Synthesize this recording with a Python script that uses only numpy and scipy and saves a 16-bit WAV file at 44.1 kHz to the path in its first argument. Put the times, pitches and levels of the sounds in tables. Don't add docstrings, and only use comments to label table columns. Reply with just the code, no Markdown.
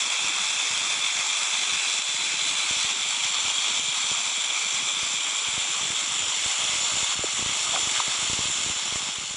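import sys
import numpy as np
from scipy import signal
from scipy.io import wavfile
from scipy.ndimage import uniform_filter1d

SR = 44100
rng = np.random.default_rng(int(sys.argv[2]) if len(sys.argv) > 2 else 0)


def generate_wav(signal):
    frames = np.transpose(np.atleast_2d(signal))
    scaled = np.clip(frames, -1, 1) * 32767
    pcm = np.round(scaled).astype(np.int16)
    wavfile.write(sys.argv[1], SR, pcm)


N = 412776

# (time [s], nearness [0 far to 1 close])
MIC_NEARNESS = [(0.7, 0.18), (2.1, 0.23), (3.7, 0.48), (5.1, 0.45), (6.6, 1.0), (8.6, 1)]

SWING_HZ, SWING_DEPTH_DB = 49.3, 0.5
CLACKS_PER_S, CLACK_SPREAD_DB = 16000, 1.34
SHARP_CLACK_DB, SHARP_FROM_HZ = 0.5, 4500
LOW_PATCH_DB_HZ, LOW_PATCH_PER_S = 2400, 14
DIP_S, RECOVERY_S = 0.0072, 0.34
TONES_PER_S, TONE_S, TONE_DB, TONE_SPREAD_DB = 50, 0.036, -55.5, 3
POP_RISE_MS, POP_DECAY_MS, SMALL_POP_DECAY_MS = 0.22, 1.46, 1.9
SMALL_POPS_PER_S = 12
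FAR_UNTIL_S = 2.4
KNOCK_BASS_CUT_HZ = 230
FLOOR_DB = -71
CUTOFF_HZ = 11150
OFFSET = -0.0001


def from_db(db):
    return 10 ** (np.asarray(db) / 20)


def rms_one(x):
    return x / np.sqrt(np.mean(x ** 2) + 1e-20)


def along(rows, s):
    return np.interp(s, *np.transpose(rows))


def drift(rate):
    r = np.exp(-80 * np.pi * rate / SR)
    noise = rng.standard_normal(N // 40 + 2002)
    slow = signal.lfilter([1], [1, -2 * r, r * r], noise)[2000:]
    return np.interp(np.arange(N) / 40, np.arange(len(slow)), rms_one(slow))


def resonate(x, hz, width):
    r = np.exp(-np.pi * width / SR)
    b = (1 - r * r) / 2 * np.array([1, 0, -1])
    a = [1, -2 * r * np.cos(2 * np.pi * hz / SR), r * r]
    return signal.lfilter(b, a, signal.lfilter(b, a, x))


def heard_level_db(t):
    # (time [s], level [dB])
    level_before_dips = [(0.0, -25.5), (1.0, -25.5), (2.0, -25), (3.0, -24.5), (4.3, -24.5), (5.2, -26.5),
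                         (6.1, -26.5), (6.7, -25), (7.5, -25), (8.0, -24.5), (8.6, -26), (9.1, -28.5),
                         (9.36, -31)]
    # (time [s], depth [dB])
    sudden_dips = [(1.99, 2.5), (2.92, 2.5), (3.78, 2), (4.21, 2), (7.14, 3.5), (8.01, 1.5), (8.67, 0.7),
                   (9.11, 2)]
    level_db = along(level_before_dips, t)
    for s, depth_db in sudden_dips:
        since = np.maximum(t - s, 0)
        level_db = level_db - depth_db * np.minimum(since / DIP_S, 1) * np.exp(-since / RECOVERY_S)
    return level_db


def swell_db(t, hz):
    # (resonance [Hz], middle [s], half length [s], gain [dB])
    passing_swells = [(2930, 0.55, 0.99, -11), (3990, 2.14, 0.84, 7), (4370, 3.5, 0.77, 4),
                      (6740, 5.3, 0.57, -2), (1177, 2.2, 0.34, -2.5), (7717, 6, .5, 2),
                      (7000, 5.9, .5, 1.5), (3750, 3.7, 1.0, 5), (3290, 4.1, 0.59, 0.5),
                      (2930, 4.6, 0.65, -4.5), (2920, 1.8, 0.6, -2.5)]
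    return sum(db * np.exp(-((t - s) / half) ** 2)
               for at_hz, s, half, db in passing_swells if abs(at_hz / hz - 1) < .03)


def rattle():
    # (centre [Hz], width of each pass [Hz], far [dB], half way [dB], close [dB])
    segment_resonances = [(249, 150, -31, -24, -24), (345, 133, -21, -23, -17),
                          (468, 150, -24.5, -20.5, -19.5), (603, 205, -22.5, -20, -17.5),
                          (854, 416, -15, -13.5, -13), (1177, 523, -11.5, -10, -9),
                          (1600, 400, -13.5, -17, -15.5), (2152, 440, -8.5, -8.5, -7.5),
                          (2370, 230, -7, -2.5, -14), (2573, 297, -1, -9, -7.5), (2912, 520, -12.5, -7, -5),
                          (3287, 375, -8.5, -0.5, -2.5), (3505, 356, -1, -2, -2.5),
                          (3746, 230, -18, -8, -7.5), (3990, 150, -10, -7, -8), (4365, 460, -13.5, -11, -8),
                          (4906, 440, -11.5, -14, -14.5), (5397, 490, -9.5, -11, -8.5),
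                          (5740, 370, -11.5, -9, -8.5), (6080, 510, -10.5, -7, -9),
                          (6690, 710, -10, -10.5, -8.5), (7090, 340, -15, -5.5, -2),
                          (7340, 420, -9.5, -1.5, -4), (7760, 850, -10, -10.5, -8.5),
                          (8800, 430, -22, -16.5, -18), (9250, 560, -17.5, -19, -17),
                          (9810, 630, -20.5, -19.5, -19.5), (10230, 400, -29, -29, -21),
                          (11230, 520, -20, -16, -12.5), (2740, 140, -9, -20, -22),
                          (3400, 180, -3, -12, -14), (4160, 250, -13, -23, -20)]
    t = np.arange(N) / SR
    turn = 2 * np.pi * np.cumsum(SWING_HZ * (1 + 0.0152 * drift(1.6))) / SR
    swing = from_db(SWING_DEPTH_DB * (np.cos(turn) + 1.5 * np.cos(2 * turn)))
    bunched = from_db(SHARP_CLACK_DB * (np.cos(3 * turn) + np.cos(4 * turn)))
    struck = rng.random(N) < CLACKS_PER_S / SR
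    clacks = struck * from_db(CLACK_SPREAD_DB * np.minimum(rng.exponential(1, N), 5))
    unevenness_db = 0.45 * drift(23.0)
    near = along(MIC_NEARNESS, t)
    out = np.zeros(N)
    for hz, width, *levels_db in segment_resonances:
        balance_db = np.interp(near, [0, .5, 1], levels_db) + swell_db(t, hz) + 1.28 * drift(8.9)
        if hz < 600:
            balance_db -= LOW_PATCH_DB_HZ / hz * np.abs(drift(LOW_PATCH_PER_S))
        pulsing = swing * bunched if hz > SHARP_FROM_HZ else swing
        strikes = pulsing * clacks * rng.standard_normal(N)
        out += from_db(balance_db + unevenness_db) * resonate(strikes, hz, width)
    out = signal.sosfilt(signal.butter(8, 150, "high", fs=SR, output="sos"), out)
    running_rms = np.sqrt(uniform_filter1d(out ** 2, SR // 6))
    return from_db(heard_level_db(t)) * out / running_rms


def low_tones():
    pitch_limits = [135, 80, 520]
    chance = TONES_PER_S * from_db(5.0 * drift(3.0)) / SR
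    starts = np.flatnonzero(rng.random(N) < chance)
    size, pitch = rng.standard_normal(len(starts)), rng.random(len(starts))
    lowest = np.interp(along(MIC_NEARNESS, starts / SR), [.2, 1], pitch_limits[:2])
    pitch_hz = lowest * (pitch_limits[2] / lowest) ** pitch
    level_db = TONE_DB + TONE_SPREAD_DB * size + 3.0 * pitch
    sample = np.arange(round(TONE_S * SR))
    fade = np.hanning(len(sample))
    out = np.zeros(N + len(sample))
    for at, db, hz in zip(starts, level_db, pitch_hz):
        out[at:at + len(sample)] += from_db(db) * fade * np.sin(2 * np.pi * hz * sample / SR)
    return out[:N]


def thuds(rows, order):
    ms = np.arange(-200, 2400) / SR * 1000
    out = np.zeros(N + 2600)
    for s, level_db, return_hz, sign, decay_ms in rows:
        at = round(s * SR)
        rise = np.exp(-(ms / POP_RISE_MS) ** 2)
        decay = np.exp(-(np.abs(ms) / decay_ms) ** 0.88)
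        shape = np.where(ms < 0, rise, decay)
        swing_back = signal.butter(order, return_hz, "high", fs=SR, output="sos")
        pulse = signal.sosfilt(swing_back, shape + 1e-18)
        out[at:at + len(ms)] += np.sign(sign) * from_db(level_db) * pulse
    return out[200:N + 200]


def small_pops():
    small_level = [-38, -32]
    small_return = [150, 105]
    s = np.flatnonzero(rng.random(N) < SMALL_POPS_PER_S / SR) / SR
    size, sign, spread, quick = rng.standard_normal((len(s), 4)).T
    near = along(MIC_NEARNESS, s)
    level_db = np.interp(near, [0, 1], small_level) + 2.5 * size
    return_hz = np.interp(near, [0, 1], small_return) * np.exp(0.26 * quick)
    decay_ms = SMALL_POP_DECAY_MS * np.exp(0.39 * spread)
    return thuds(zip(s, level_db, return_hz, sign, decay_ms), order=9)


def pops():
    # (time [s], level before the swing back [dB], swing back [Hz], sign [1 or -1])
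    clear_pops = [(0.245, -32, 75, -1), (0.708, -32, 70, 1), (0.771, -35, 110, -1), (1.725, -35, 60, -1),
                  (1.74, -39, 35, 1), (1.992, -31, 180, 1), (2.091, -35, 120, -1), (2.71, -24.5, 80, 1),
                  (2.767, -33, 80, -1), (2.848, -28, 80, -1), (3.253, -32, 80, 1), (3.452, -31, 80, 1),
                  (3.483, -33, 80, 1), (3.797, -35, 60, 1), (4.043, -31, 140, -1), (4.116, -27, 80, 1),
                  (4.493, -41, 105, 1), (5.031, -28, 60, 1), (5.473, -37, 80, -1), (5.486, -29, 60, 1),
                  (5.579, -22.5, 80, 1), (5.831, -33, 105, -1), (5.904, -25, 80, 1), (6.12, -37, 60, -1),
                  (6.232, -34, 80, 1), (6.279, -36, 80, 1), (6.451, -36, 105, 1), (6.461, -24.5, 60, 1),
                  (6.636, -31, 60, 1), (6.651, -29, 140, -1), (6.695, -31, 80, -1), (6.717, -40, 45, 1),
                  (6.735, -30, 80, 1), (6.758, -31, 80, 1), (6.786, -33, 60, 1), (6.814, -30, 105, 1),
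                  (6.921, -32, 80, -1), (6.94, -27, 80, 1), (6.956, -31, 60, 1), (6.97, -29, 79.6, -1),
                  (6.98, -37, 35, 1), (7.03, -25, 60, 1), (7.091, -38, 60, 1), (7.172, -36, 60, 1),
                  (7.193, -21, 60, 1), (7.207, -35, 60, -1), (7.394, -20.5, 140, 1), (7.426, -21, 80, 1),
                  (7.462, -21, 60, -1), (7.494, -25, 105, -1), (7.522, -31, 105, 1), (7.693, -28, 80, 1),
                  (7.831, -31, 80, -1), (7.873, -23.5, 80, 1), (8.081, -29, 60, 1), (8.098, -34, 80, -1),
                  (8.189, -33, 60, 1), (8.229, -27, 80, 1), (8.249, -31, 140, 1), (8.279, -35, 140, 1),
                  (8.299, -20.5, 60, -1), (8.333, -21, 60, 1), (8.391, -18.5, 80, -1), (8.406, -30, 60, 1),
                  (8.456, -22.5, 80, 1), (8.485, -29, 80, -1), (8.5, -27, 80, 1), (8.585, -28, 60, 1),
                  (8.605, -32, 80, -1), (8.649, -33, 60, -1), (8.664, -27, 60, 1), (8.675, -31, 80, -1),
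                  (8.7, -22.5, 60, 1), (8.711, -37, 35, 1), (8.763, -31, 80, 1), (8.925, -25, 80, -1),
                  (8.958, -21.5, 60, 1), (9.185, -28, 60, 1), (9.309, -32, 45, 1), (9.344, -29, 106, -1)]
    rows = [(*row, POP_DECAY_MS) for row in clear_pops]
    early = [row for row in rows if row[0] <= FAR_UNTIL_S]
    late = [row for row in rows if row[0] > FAR_UNTIL_S]
    return thuds(early, order=4) + thuds(late, order=2)


def knocks():
    # (time [s], level before the bass cut [dB],
    # first pitch [Hz], last pitch [Hz], length [s], roughness [0-1])
    mount_knocks = [(7.235, -28, 1900, 1000, 0.0052, 0.2), (7.237, -21.5, 915, 256, 0.012, 0.12),
                    (7.719, -29.5, 1016, 586, 0.089, 0.6), (7.743, -31.5, 800, 600, 0.012, 0),
                    (7.757, -18, 2900, 2000, 0.0045, 0.2), (7.759, -23, 2100, 800, .009, 0),
                    (7.766, -33, 894, 646, 0.0245, 0.1), (7.771, -29, 2000, 905, 0.0116, 0.5),
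                    (7.933, -30, 2800, 1290, 0.067, 1), (7.998, -13, 2100, 790, .008, 0.4),
                    (8.005, -35, 850, 500, 0.006, 0.4)]
    out = np.zeros(N)
    ragged = rms_one(signal.lfilter([1], [1, -1.9, .9025], rng.standard_normal(N)))
    for s, level_db, first_hz, last_hz, length, rough in mount_knocks:
        part = np.linspace(0, 1, round(length * SR))
        start = round(s * SR)
        span = slice(start, start + len(part))
        hz = first_hz * (last_hz / first_hz) ** part ** 0.7
        sweep = np.sin(2 * np.pi * np.cumsum(hz) / SR) * np.sin(np.pi * part ** 0.7)
        out[span] += from_db(level_db) * sweep * (1 - rough + rough * ragged[span])
    bass_cut = signal.butter(4, KNOCK_BASS_CUT_HZ, "high", fs=SR, output="sos")
    return signal.sosfilt(bass_cut, out + 1e-18)


def scene():
    hiss = from_db(FLOOR_DB) * rng.standard_normal(N)
    mono = rattle() + hiss + low_tones() + small_pops() + pops() + knocks()
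    return np.tile(mono, (2, 1))


def record(dry):
    top_cut = signal.cheby2(20, 60, CUTOFF_HZ, fs=SR, output="sos")
    return signal.sosfilt(top_cut, dry) + OFFSET


dry = scene()
out = record(dry)
generate_wav(out)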